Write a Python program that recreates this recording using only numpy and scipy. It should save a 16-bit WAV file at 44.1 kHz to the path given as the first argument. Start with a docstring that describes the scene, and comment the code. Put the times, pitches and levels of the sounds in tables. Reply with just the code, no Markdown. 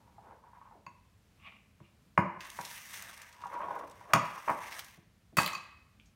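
"""A small, hard kitchen, on one microphone by the stone counter, with a low steady hum behind.
Two ceramic bowls are slid, lifted past a shirt and set down: the foot sticks and slips, then clonks
on the stone and booms the cabinet below. Close to the microphone, the fibres of a sleeve rustle.
Then an egg is knocked on a rim: the bowl clinks, the shell caves in and crackles.
The room rings after every blow."""
import sys
import numpy as np
from scipy import signal
from scipy.fft import rfft, irfft
from scipy.io import wavfile
from scipy.ndimage import map_coordinates

SR = 44100
rng = np.random.default_rng(int(sys.argv[2]) if len(sys.argv) > 2 else 0)


def pcm_store(signal):
    """Save signal as 16-bit PCM."""
    levels = np.round(np.clip(np.atleast_2d(signal), -1, 1) * 32767)
    wavfile.write(sys.argv[1], SR, levels.astype(np.int16).T)


N = 271303
TIME = np.arange(N) / SR
RING_TIME = TIME[:SR // 2]

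# room tone of the still kitchen: (frequency [Hz], relative level [dB])
HUM_SPECTRUM = [(15, -66), (25, -41), (45, -5), (108, -3), (137, -9.5), (206, -7), (285, -17.5),
                (384, -24.5), (439, -22), (840, -26.5), (988, -27.5), (1700, -28), (3080, -31),
                (14000, -41), (16000, -45)]
# the room's diffuse echo: (frequency [Hz], relative level [dB], t60 [s])
ROOM_TAIL = [(100, -6, 0.35), (255, 6, 0.54), (612, 3.5, 0.64), (1260, -5, 0.78), (2500, -1, 0.73),
             (4940, -4, 0.62), (10110, 2, 0.15), (16000, -10.5, .28)]
# reflections off nearby hard faces: (delay [s], gain [dB])
REFLECTIONS = [(.0072, -13.5), (0.0135, -6.5), (0.024, -12)]

# rubbing cloth: (frequency [Hz], gain [dB])
CLOTH_SPECTRUM = [(120, -41.5), (200, -13.5), (414, -17.5), (564, -12.5), (842, -7), (1170, -2.5),
                  (1450, -6.5), (1740, 1.5), (3180, -9.5), (4840, -16), (5590, -10), (7620, -19),
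                  (9200, -14.5), (10200, -20), (11800, -18), (15500, -21)]
# the arm reaches in, holds the bowl, shifts it, draws back: (time [s], level [dB], treble boost [dB])
SLEEVE_MOVES = [(2.39, -79, 0), (2.409, -49.5, -11), (2.53, -56, 4.5), (2.66, -54, 10), (2.8, -59, 16.5),
                (2.98, -51.5, 8), (3.21, -53, -3), (3.32, -61.5, -4), (3.9, -64.5, -2), (4.08, -65, -2.5),
                (4.25, -54.5, 0.5), (4.55, -56, 1.5), (4.77, -48.5, -1), (4.92, -62.5, 7.5),
                (5.06, -79, -4.5)]
# sharp snags in the cloth: (time [s], level [dB], pitch [Hz], length [s], snap gain [dB])
CLOTH_SNAGS = [(2.4068, -34.5, 2560, 0.0053, -11), (2.449, -45, 4500, 0.008, -10),
               (2.5015, -33, 5560, 0.0036, -8), (2.612, -33, 5600, 0.0054, -10),
               (2.650, -31.5, 4500, 0.015, -6), (2.9395, -28, 2620, 0.019, 0),
               (3.0244, -31.5, 8000, 0.0018, -6), (3.1765, -41, 7000, 0.005, -15),
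               (3.2179, -39, 5945, 0.0089, -14), (3.327, -48, 4213, 0.011, -18),
               (3.415, -48.5, 3001, .02, -28), (3.468, -49, 5300, .012, -16),
               (3.54, -52.5, 3300, .016, -25), (3.753, -49.5, 12000, .016, -20),
               (3.898, -49, 5400, .004, -21), (3.912, -49, 5002, .014, -19),
               (4.501, -33.5, 11000, .003, -6), (4.675, -45, 7000, .005, -6), (4.7925, -25, 2750, 0.011, 2),
               (4.845, -39, 7000, .008, -5)]
# the lifted bowl passes shirt and hand: (start [s], end [s], level [dB])
BRUSH_STROKES = [(1.444, 1.508, -50.5), (1.832, 1.87, -64)]
# its wall, damped by the grip: (frequency [Hz], width [Hz], gain [dB])
HELD_WALL_BANDS = [(1160, 170, 4.5), (2400, 550, 4.5), (2760, 400, -5.5)]

# a bowl is pushed over the stone: (start [s], end [s], relative level [dB], groan weight [dB])
PUSHES = [(0.0, 0.135, -64, -6), (0.224, 0.335, -52, -4.5), (0.436, 0.484, -58, -8.5),
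          (0.535, 0.59, -56.5, -16), (0.634, 0.69, -60, -14), (0.738, 0.765, -62.5, -2.5),
          (3.375, 3.43, -53.5, -13.5), (3.517, 3.645, -39, -8), (3.67, 3.752, -42, -1.5),
          (3.77, 3.82, -48, 1), (3.84, 4.04, -64.5, -8), (4.087, 4.135, -46, -2), (4.36, 4.39, -43, -14.5),
          (4.558, 4.717, -55.5, -14)]
# the rasp of its foot: (frequency [Hz], width [Hz], gain [dB])
RASP_BANDS = [(970, 120, 19.5), (1330, 190, -8), (2000, 600, -12)]
# the scrape rises with the speed of the push and sinks as the bowl stops: (time [s], pitch [ratio])
PUSH_PITCH = [(0.1, 0.9), (0.3, 0.96), (0.56, 0.97), (0.63, 1.09), (0.68, 1.07), (0.73, .92), (0.78, 0.6),
              (3.37, 1.0), (3.56, 1.02), (3.85, 1.053), (4.38, 1.1)]
# the sliding foot catches and lets go: (time [s], level [dB], pitch [ratio], swell [s])
FOOT_CATCHES = [(0.179, -44.5, 0.81, .006), (0.277, -49, 0.89, .004), (0.306, -47, 0.9, .004),
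                (0.436, -48, 1, .005), (0.530, -51, 1, .003), (0.612, -45.5, 1.05, .002),
                (0.651, -48, 0.97, .002), (0.672, -49, 1.03, .006), (0.708, -50, 0.85, .002),
                (0.720, -46.5, 0.87, .004), (3.435, -31.5, 1.14, .004), (3.454, -30.5, 0.93, .005),
                (3.603, -27, 1.02, .002), (3.640, -34, 1.06, .006), (3.682, -29.5, .97, .002),
                (3.705, -27, 0.99, .012), (3.759, -29.5, 0.98, .01), (3.807, -37, 1.1, .008),
                (4.008, -43.5, 0.94, .004)]

# a bowl's foot lands on the counter; the faint low bump at 5.324 s is the arm shifting just before the egg: #
# (time [s], level [dB], pitch [ratio], contact brightness [Hz], thump level [dB], thump pitch [Hz])
LANDINGS = [(0.865, -42.5, 0.98, 2100, -51, 169), (1.801, -53, 1.0, 1630, -46, 130),
            (2.176, -9.5, 1.003, 1900, -18.5, 180), (2.5875, -27.5, 0.92, 1700, -44, 178.2),
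            (4.1341, -7.5, 1.168, 2563, -22, 132.6), (4.1385, -16.5, 1.02, 1502, -26.5, 133),
            (4.1516, -17.5, 1.01, 2110, -28.5, 134), (4.159, -17, 1.117, 1000, -28.5, 170),
            (4.4767, -23.5, 0.93, 1023, -45, 278.8), (4.482, -22, 1.09, 1900, -56, 202),
            (4.4937, -17.5, 1.006, 1413, -36.5, 257), (4.500, -21.5, 1.053, 1480, -50, 234),
            (4.507, -24.5, 0.87, 1400, -47, 200), (4.974, -62.5, 0.69, 1200, -49, 162.7),
            (5.324, -59, 0.62, 700, -49.5, 252.4), (5.3702, -18.5, 1.14, 2190, -23, 178),
            (5.3836, -16.5, 1.06, 2000, -36.5, 165), (5.398, -22, 0.854, 1870, -54, 169.6)]
# a bowl on stone, damped by hand and counter: (nominal frequency [Hz], relative level [dB], t60 [s])
FOOT_MODES = [(572, -12, 0.016), (851, -10.5, 0.033), (968, -2, 0.021), (1058.7, -1, 0.026),
              (1228, -7.5, 0.022), (1495, -12.5, 0.033), (1696, -11, 0.024), (2110, -4.5, .012),
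              (2436, -10.5, 0.019), (2850, -13, 0.018), (5300, -41.5, 0.043), (6720, -29, .05)]
# crowded high overtones of the glazed wall: (frequency [Hz], width [Hz], gain [dB])
OVERTONE_BANDS = [(5150, 170, 1.5), (6750, 260, -2.5), (8930, 110, -1), (11620, 130, -9), (13520, 90, -2)]
# grit crushed under the glaze: (frequency [Hz], width [Hz], gain [dB])
GRIT_BANDS = [(4570, 410, -1.5), (5705, 1000, -4), (6650, 290, -2.5), (8800, 660, -8.5), (11700, 1200, -16),
              (13200, 680, -14)]
# the cabinet under the counter: (nominal frequency [Hz], relative level [dB], t60 [s])
CABINET_MODES = [(101, -3, 0.16), (134, -2, 0.081), (181.5, -4, 0.16), (203.4, -8, 0.13),
                 (257.4, -8.5, 0.14), (312.5, -11.5, .12), (351.2, -9.5, 0.24), (436, -6.5, 0.044),
                 (632, -8.5, 0.072)]
# the second bowl, bumped as the first is lifted: (nominal frequency [Hz], relative level [dB], t60 [s])
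NEIGHBOUR_MODES = [(983, -0.5, 0.045), (1082, 1, 0.062), (2150, -15.5, 0.029), (2576, -7, 0.039),
                   (2690, -7, 0.035), (4600, -12.5, 0.035), (6750, -17.5, 0.03), (11500, -30, .02)]

# blows on the rim: (time [s], level [dB], pitch [ratio], contact brightness [Hz])
RIM_BLOWS = [(5.3692, -18.5, 1.04, 5030), (5.385, -13.5, 1.07, 6000), (5.431, -27, 0.97, 9000),
             (5.4411, -34, 1.0, 9000), (5.5319, -29, 0.98, 1200), (5.5503, -25.5, 0.98, 8000)]
# a bowl's free wall, bending in split pairs: (nominal frequency [Hz], relative level [dB], t60 [s])
WALL_MODES = [(1101, -0.5, 0.037), (1206, 2.5, 0.038), (2512, 2.5, 0.036), (2567, 2.5, 0.038),
              (4520, -7, 0.067), (4603, -3.5, 0.033), (6920, -10.5, 0.049), (8900, -20, 0.04),
              (12100, -23.5, .03)]
# the eggshell breaks: (time [s], level [dB], flake pitch [Hz], length [s], snap gain [dB])
SHELL_CRACKS = [(5.3695, -16.5, 1996, 0.01, -7.5), (5.386, -19, 1790, 0.012, -20.5),
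                (5.4185, -25, 7000, 0.0025, 1), (5.4325, -26, 3740, 0.0025, -10.5),
                (5.4616, -20.5, 3700, 0.0045, -9), (5.4775, -22.5, 2370, 0.0028, -12),
                (5.498, -43, 2600, 0.003, -13), (5.5315, -37.5, 6460, 0.0066, -10),
                (5.5505, -34.5, 4500, 0.003, -11), (5.9985, -46.5, 2630, 0.0029, -35),
                (6.058, -59.5, 5860, 0.028, -35)]


def undb(db):
    """Decibels to gain."""
    return 10 ** (np.asarray(db) / 20)


def unit(x):
    """Scale to rms 1."""
    return x / np.sqrt(np.mean(x ** 2))


def peak(x, db):
    """Scale to a peak level."""
    return x * undb(db) / np.abs(x).max()


def add(out, time_s, x):
    """Mix a sound in at a time."""
    start = int(time_s * SR)
    out[start:start + len(x)] += x[:N - start]


def cut(x, hz, kind, order=2):
    """Low-pass or high-pass."""
    return signal.sosfilt(signal.butter(order, hz, kind, fs=SR, output="sos"), x)


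def resonate(x, hz, width_hz):
    """One resonance, gain 1 at its centre."""
    return signal.lfilter(*signal.iirpeak(hz, hz / width_hz, fs=SR), x)


def body(x, bands):
    """Pass a sound through parallel resonances."""
    return sum(undb(db) * resonate(x, hz, width_hz) for hz, width_hz, db in bands)


def colour(x, spectrum):
    """Shape a steady sound with a spectrum; rms 1."""
    hz, db = np.transpose(spectrum)
    bins = np.maximum(np.fft.rfftfreq(N, 1 / SR), 1)
    gain = undb(np.interp(np.log(bins), np.log(hz), db))
    return unit(irfft(rfft(x) * gain, N))


def flicker(per_s):
    """A smooth random curve with a spread near 1."""
    return np.interp(TIME * per_s, np.arange(N // 20), rng.standard_normal(N // 20))


def grains(per_s, spread_db, size=N):
    """Random clicks of unequal strength."""
    clicks = (rng.random(size) < per_s / SR) * rng.choice([-1, 1], size)
    return clicks * undb(spread_db * rng.standard_normal(size))


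def ring(modes, pitch):
    """Decaying modes; neighbours start in opposite directions, so the ring swells and beats."""
    return sum((-1) ** k * undb(db - 60 * RING_TIME / t60) * np.sin(2 * np.pi * hz * pitch * RING_TIME)
               for k, (hz, db, t60) in enumerate(modes))


def burst(length_s):
    """A dying cluster of tiny fractures, led by the first break."""
    fractures = unit(grains(9000, 1.3, size=len(RING_TIME))) * np.exp(-2 * RING_TIME / length_s)
    fractures[0] += 3
    return fractures


def stroke(start_s, end_s, db, arch_db, rise_db_per_s, fall_db_per_s):
    """Gain of one movement of the arm: it sets in, is fastest half way and dies out."""
    along = np.clip((TIME - start_s) / (end_s - start_s), 0, 1)
    early, late = np.maximum(start_s - TIME, 0), np.maximum(TIME - end_s, 0)
    return undb(db - arch_db * (2 * along - 1) ** 2 - rise_db_per_s * early - fall_db_per_s * late)


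def hum(db=-65, waver_db=1):
    """Room tone behind everything: low steady noise with a thin hiss."""
    gain = undb(db + waver_db * flicker(6.8))
    return gain * cut(colour(rng.standard_normal(N), HUM_SPECTRUM), 35, "high")


def kitchen_echo(early_db=2, early_s=0.029, gap_s=0.002):
    """The room's response at the microphone: counter and cupboards answer first, then a diffuse tail."""
    hz, db, t60 = np.transpose(ROOM_TAIL)
    bins, times, cells = signal.stft(rng.standard_normal(SR), SR, nperseg=256)
    db, t60 = (np.interp(np.log(bins + 1), np.log(hz), column)[:, None] for column in (db, t60))
    tail = signal.istft(cells * undb(db - 60 * times / t60), SR)[1][:SR]
    early_lift = 1 + undb(early_db) * np.exp(-TIME[:SR] / early_s)
    onset = np.clip(TIME[:SR] / gap_s - 1, 0, 1)
    reflections = np.zeros(SR)
    for delay_s, gain_db in REFLECTIONS:
        reflections[int(delay_s * SR)] = undb(gain_db)
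    return tail * early_lift * onset / np.sqrt(SR / 20) + cut(reflections, 3500, "low", order=1)


def reaching():
    """True for as long as the arm is stretched out."""
    return (TIME > SLEEVE_MOVES[0][0]) * (TIME < SLEEVE_MOVES[-1][0])


def threads(per_s=60, db=-60.5, length_s=0.012, follow=0.75):
    """Single threads scratch; they fade less than the rustle, so stand out when the arm is nearly still."""
    pulse = RING_TIME * np.exp(-4 * RING_TIME / length_s)
    rub = signal.fftconvolve(np.abs(grains(per_s, spread_db=2)), pulse)[:N]
    scratches = colour(rub * grains(8000, spread_db=2), CLOTH_SPECTRUM)
    scratches = unit(cut(scratches, 3500, "high", order=1))
    times, level_db, _ = np.transpose(SLEEVE_MOVES)
    drop_db = np.interp(TIME, times, level_db.max() - level_db)
    return undb(db - follow * drop_db) * scratches * reaching()


def sleeve(flutter_db=2.26, swell_db=1.0, fold_db=2.5):
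    """Close to the microphone, cloth fibres catch and release thousands of times a second."""
    fibres = grains(6500, spread_db=5.5) * undb(flutter_db * flicker(70) + swell_db * flicker(16))
    # shifting folds shade each band of the rustle in turn
    folds = sum(resonate(fibres, hz, hz / 4) * undb(fold_db * flicker(22))
                for hz in np.geomspace(400, 14000, 14))
    rustle = colour(folds, CLOTH_SPECTRUM)
    treble = cut(rustle, 6000, "high", order=1)
    times, level_db, treble_db = np.transpose(SLEEVE_MOVES)
    rustle += (undb(np.interp(TIME, times, treble_db)) - 1) * treble
    return rustle * undb(np.interp(TIME, times, level_db)) * reaching()


def brushes(judder_db=4.5):
    """The carried bowl brushes against shirt and hand: fine friction sounds its damped wall."""
    friction = grains(6000, spread_db=3) * undb(judder_db * flicker(80))
    wall = body(friction, HELD_WALL_BANDS)
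    swish = unit(cut(cut(wall, 3050, "low", order=4), 600, "high"))
    return swish * sum(stroke(start, end, db, arch_db=7.5, rise_db_per_s=268, fall_db_per_s=168)
                       for start, end, db in BRUSH_STROKES)


def slides(trim_db=-3, groan_trim_db=-1, judder_db=3.5, wobble=0.02):
    """The unglazed foot sticks and slips on stone, higher as it speeds up; pressed harder, it groans."""
    slips = grains(3000, spread_db=1.8) * undb(judder_db * flicker(55))
    rasp = body(slips, RASP_BANDS)
    rasp = unit(cut(cut(rasp, 1800, "low", order=3), 650, "high"))
    groan = resonate(slips, hz=590, width_hz=220)
    groan = unit(cut(cut(groan, 630, "low"), 229.6, "high"))
    # reading both sounds faster or slower bends their pitch
    pitch = np.interp(TIME, *np.transpose(PUSH_PITCH)) * (1 + wobble * flicker(30))
    rasp, groan = (map_coordinates(x, [np.cumsum(pitch)], mode="mirror") for x in (rasp, groan))
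    out = np.zeros(N)
    for start, end, db, weight_db in PUSHES:
        gain = stroke(start, end, db + trim_db, arch_db=5, rise_db_per_s=191.5, fall_db_per_s=220)
        out += gain * (rasp + undb(weight_db + groan_trim_db) * groan)
    return out


def cabinet(thump_hz, favour_db=9.5, width_octaves=0.41):
    """The panels under the counter ring; each spot favours the modes near its thump pitch."""
    modes = [(hz, db + favour_db * np.exp(-(np.log2(hz / thump_hz) / width_octaves) ** 2), t60)
             for hz, db, t60 in CABINET_MODES]
    return ring(modes, pitch=0.97)


def catches(thump_gain_db=-25.5):
    """A sliding foot grips and chatters: its ring builds up over several cycles, without a click."""
    out = np.zeros(N)
    for time_s, db, pitch, swell_s in FOOT_CATCHES:
        swell = (1 - np.exp(-RING_TIME / swell_s)) ** 2
        chatter = cut(ring(FOOT_MODES, pitch) * swell, 1250, "low", order=3)
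        add(out, time_s, peak(chatter, db) + peak(cabinet(thump_hz=200), db + thump_gain_db))
    return out


def knocks(overtone_gain_db=-39, overtone_t60_s=0.12, grit_gain_db=-31.5, grit_db_per_octave=53):
    """The foot strikes stone: a short clonk, a tick of grit against the glaze, then the cabinet booms."""
    bowl, boom = np.zeros(N), np.zeros(N)
    for time_s, db, pitch, bright_hz, thump_db, thump_hz in LANDINGS:
        clonk = cut(ring(FOOT_MODES, pitch), bright_hz, "low", order=3)
        overtones = body(rng.standard_normal(len(RING_TIME)), OVERTONE_BANDS)
        overtones *= undb(-60 * RING_TIME / overtone_t60_s)
        grit = body(burst(length_s=0.005), GRIT_BANDS)
        # a harder, brighter contact crushes more grit
        grit_db = db + grit_gain_db + grit_db_per_octave * np.log2(bright_hz / 1943)
        add(bowl, time_s, peak(clonk, db) + peak(overtones, db + overtone_gain_db))
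        add(bowl, time_s + 0.0013, peak(grit, grit_db))
        add(boom, time_s + 0.002, peak(cabinet(thump_hz), thump_db))
    # the boom carries almost no deep bass
    return bowl, cut(boom, 62, "high", order=3)


def clinks(bump_s=0.865, bump_db=-35.5):
    """A blow on the rim rings the wall, each with its own brightness. The second bowl rings once, when bumped."""
    out = np.zeros(N)
    for time_s, db, pitch, bright_hz in RIM_BLOWS:
        # a hand on the rim loads only the slow bending pair
        wall = ring(WALL_MODES[:2], pitch) + ring(WALL_MODES[2:], pitch=1)
        add(out, time_s, peak(cut(wall, bright_hz, "low", order=1), db))
    add(out, bump_s, peak(ring(NEIGHBOUR_MODES, pitch=0.99), bump_db))
    return out


def crumble(start_s=5.372, fade_s=0.062, db=-35.5):
    """Fine splinters of shell keep breaking while the egg sinks onto the rim."""
    age = TIME - start_s
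    splinters = grains(1800, spread_db=4.5)
    splinters = cut(cut(splinters, 1000, "high", order=1), 7000, "low", order=1)
    return undb(db) * unit(splinters) * (age > 0) * np.exp(-np.abs(age) / fade_s)


def crackle(breaks, width_ratio, snap_hz):
    """Shell cracks or cloth snags: each burst rings a broad resonance and adds a bright snap."""
    out = np.zeros(N)
    for time_s, db, hz, length_s, snap_db in breaks:
        fractures = burst(length_s)
        snap = undb(snap_db) * cut(fractures, snap_hz, "high", order=1) / 2
        width_hz = hz * width_ratio
        tick = resonate(resonate(fractures, hz, width_hz), hz, width_hz)
        add(out, time_s, peak(tick + snap, db))
    return out


def scene():
    """Bowls, egg and cloth reach the microphone directly and through the kitchen, over the room tone."""
    foot, boom = knocks()
    rim = clinks()
    shell = crackle(SHELL_CRACKS, width_ratio=0.54, snap_hz=2500) + crumble()
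    cloth = sleeve() + threads() + crackle(CLOTH_SNAGS, width_ratio=1.8, snap_hz=2980)
    scrape = slides() + catches() + brushes()
    # the sleeve is nearest the microphone, so it is the driest
    into_room = (undb(-5) * foot + undb(-6.5) * rim + undb(-8.5) * boom
                 + undb(-3.5) * shell + undb(-6) * scrape + undb(-9.5) * cloth)
    echo = signal.fftconvolve(into_room, kitchen_echo())[:N]
    return (foot + rim + boom + shell + cloth + scrape + echo + hum())[None]


def record(dry):
    """The recorder cuts the top steeply above 15.8 kHz."""
    return signal.sosfilt(signal.ellip(10, 0.2, 70, 15800, fs=SR, output="sos"), dry)


dry = scene()
out = record(dry)
pcm_store(out)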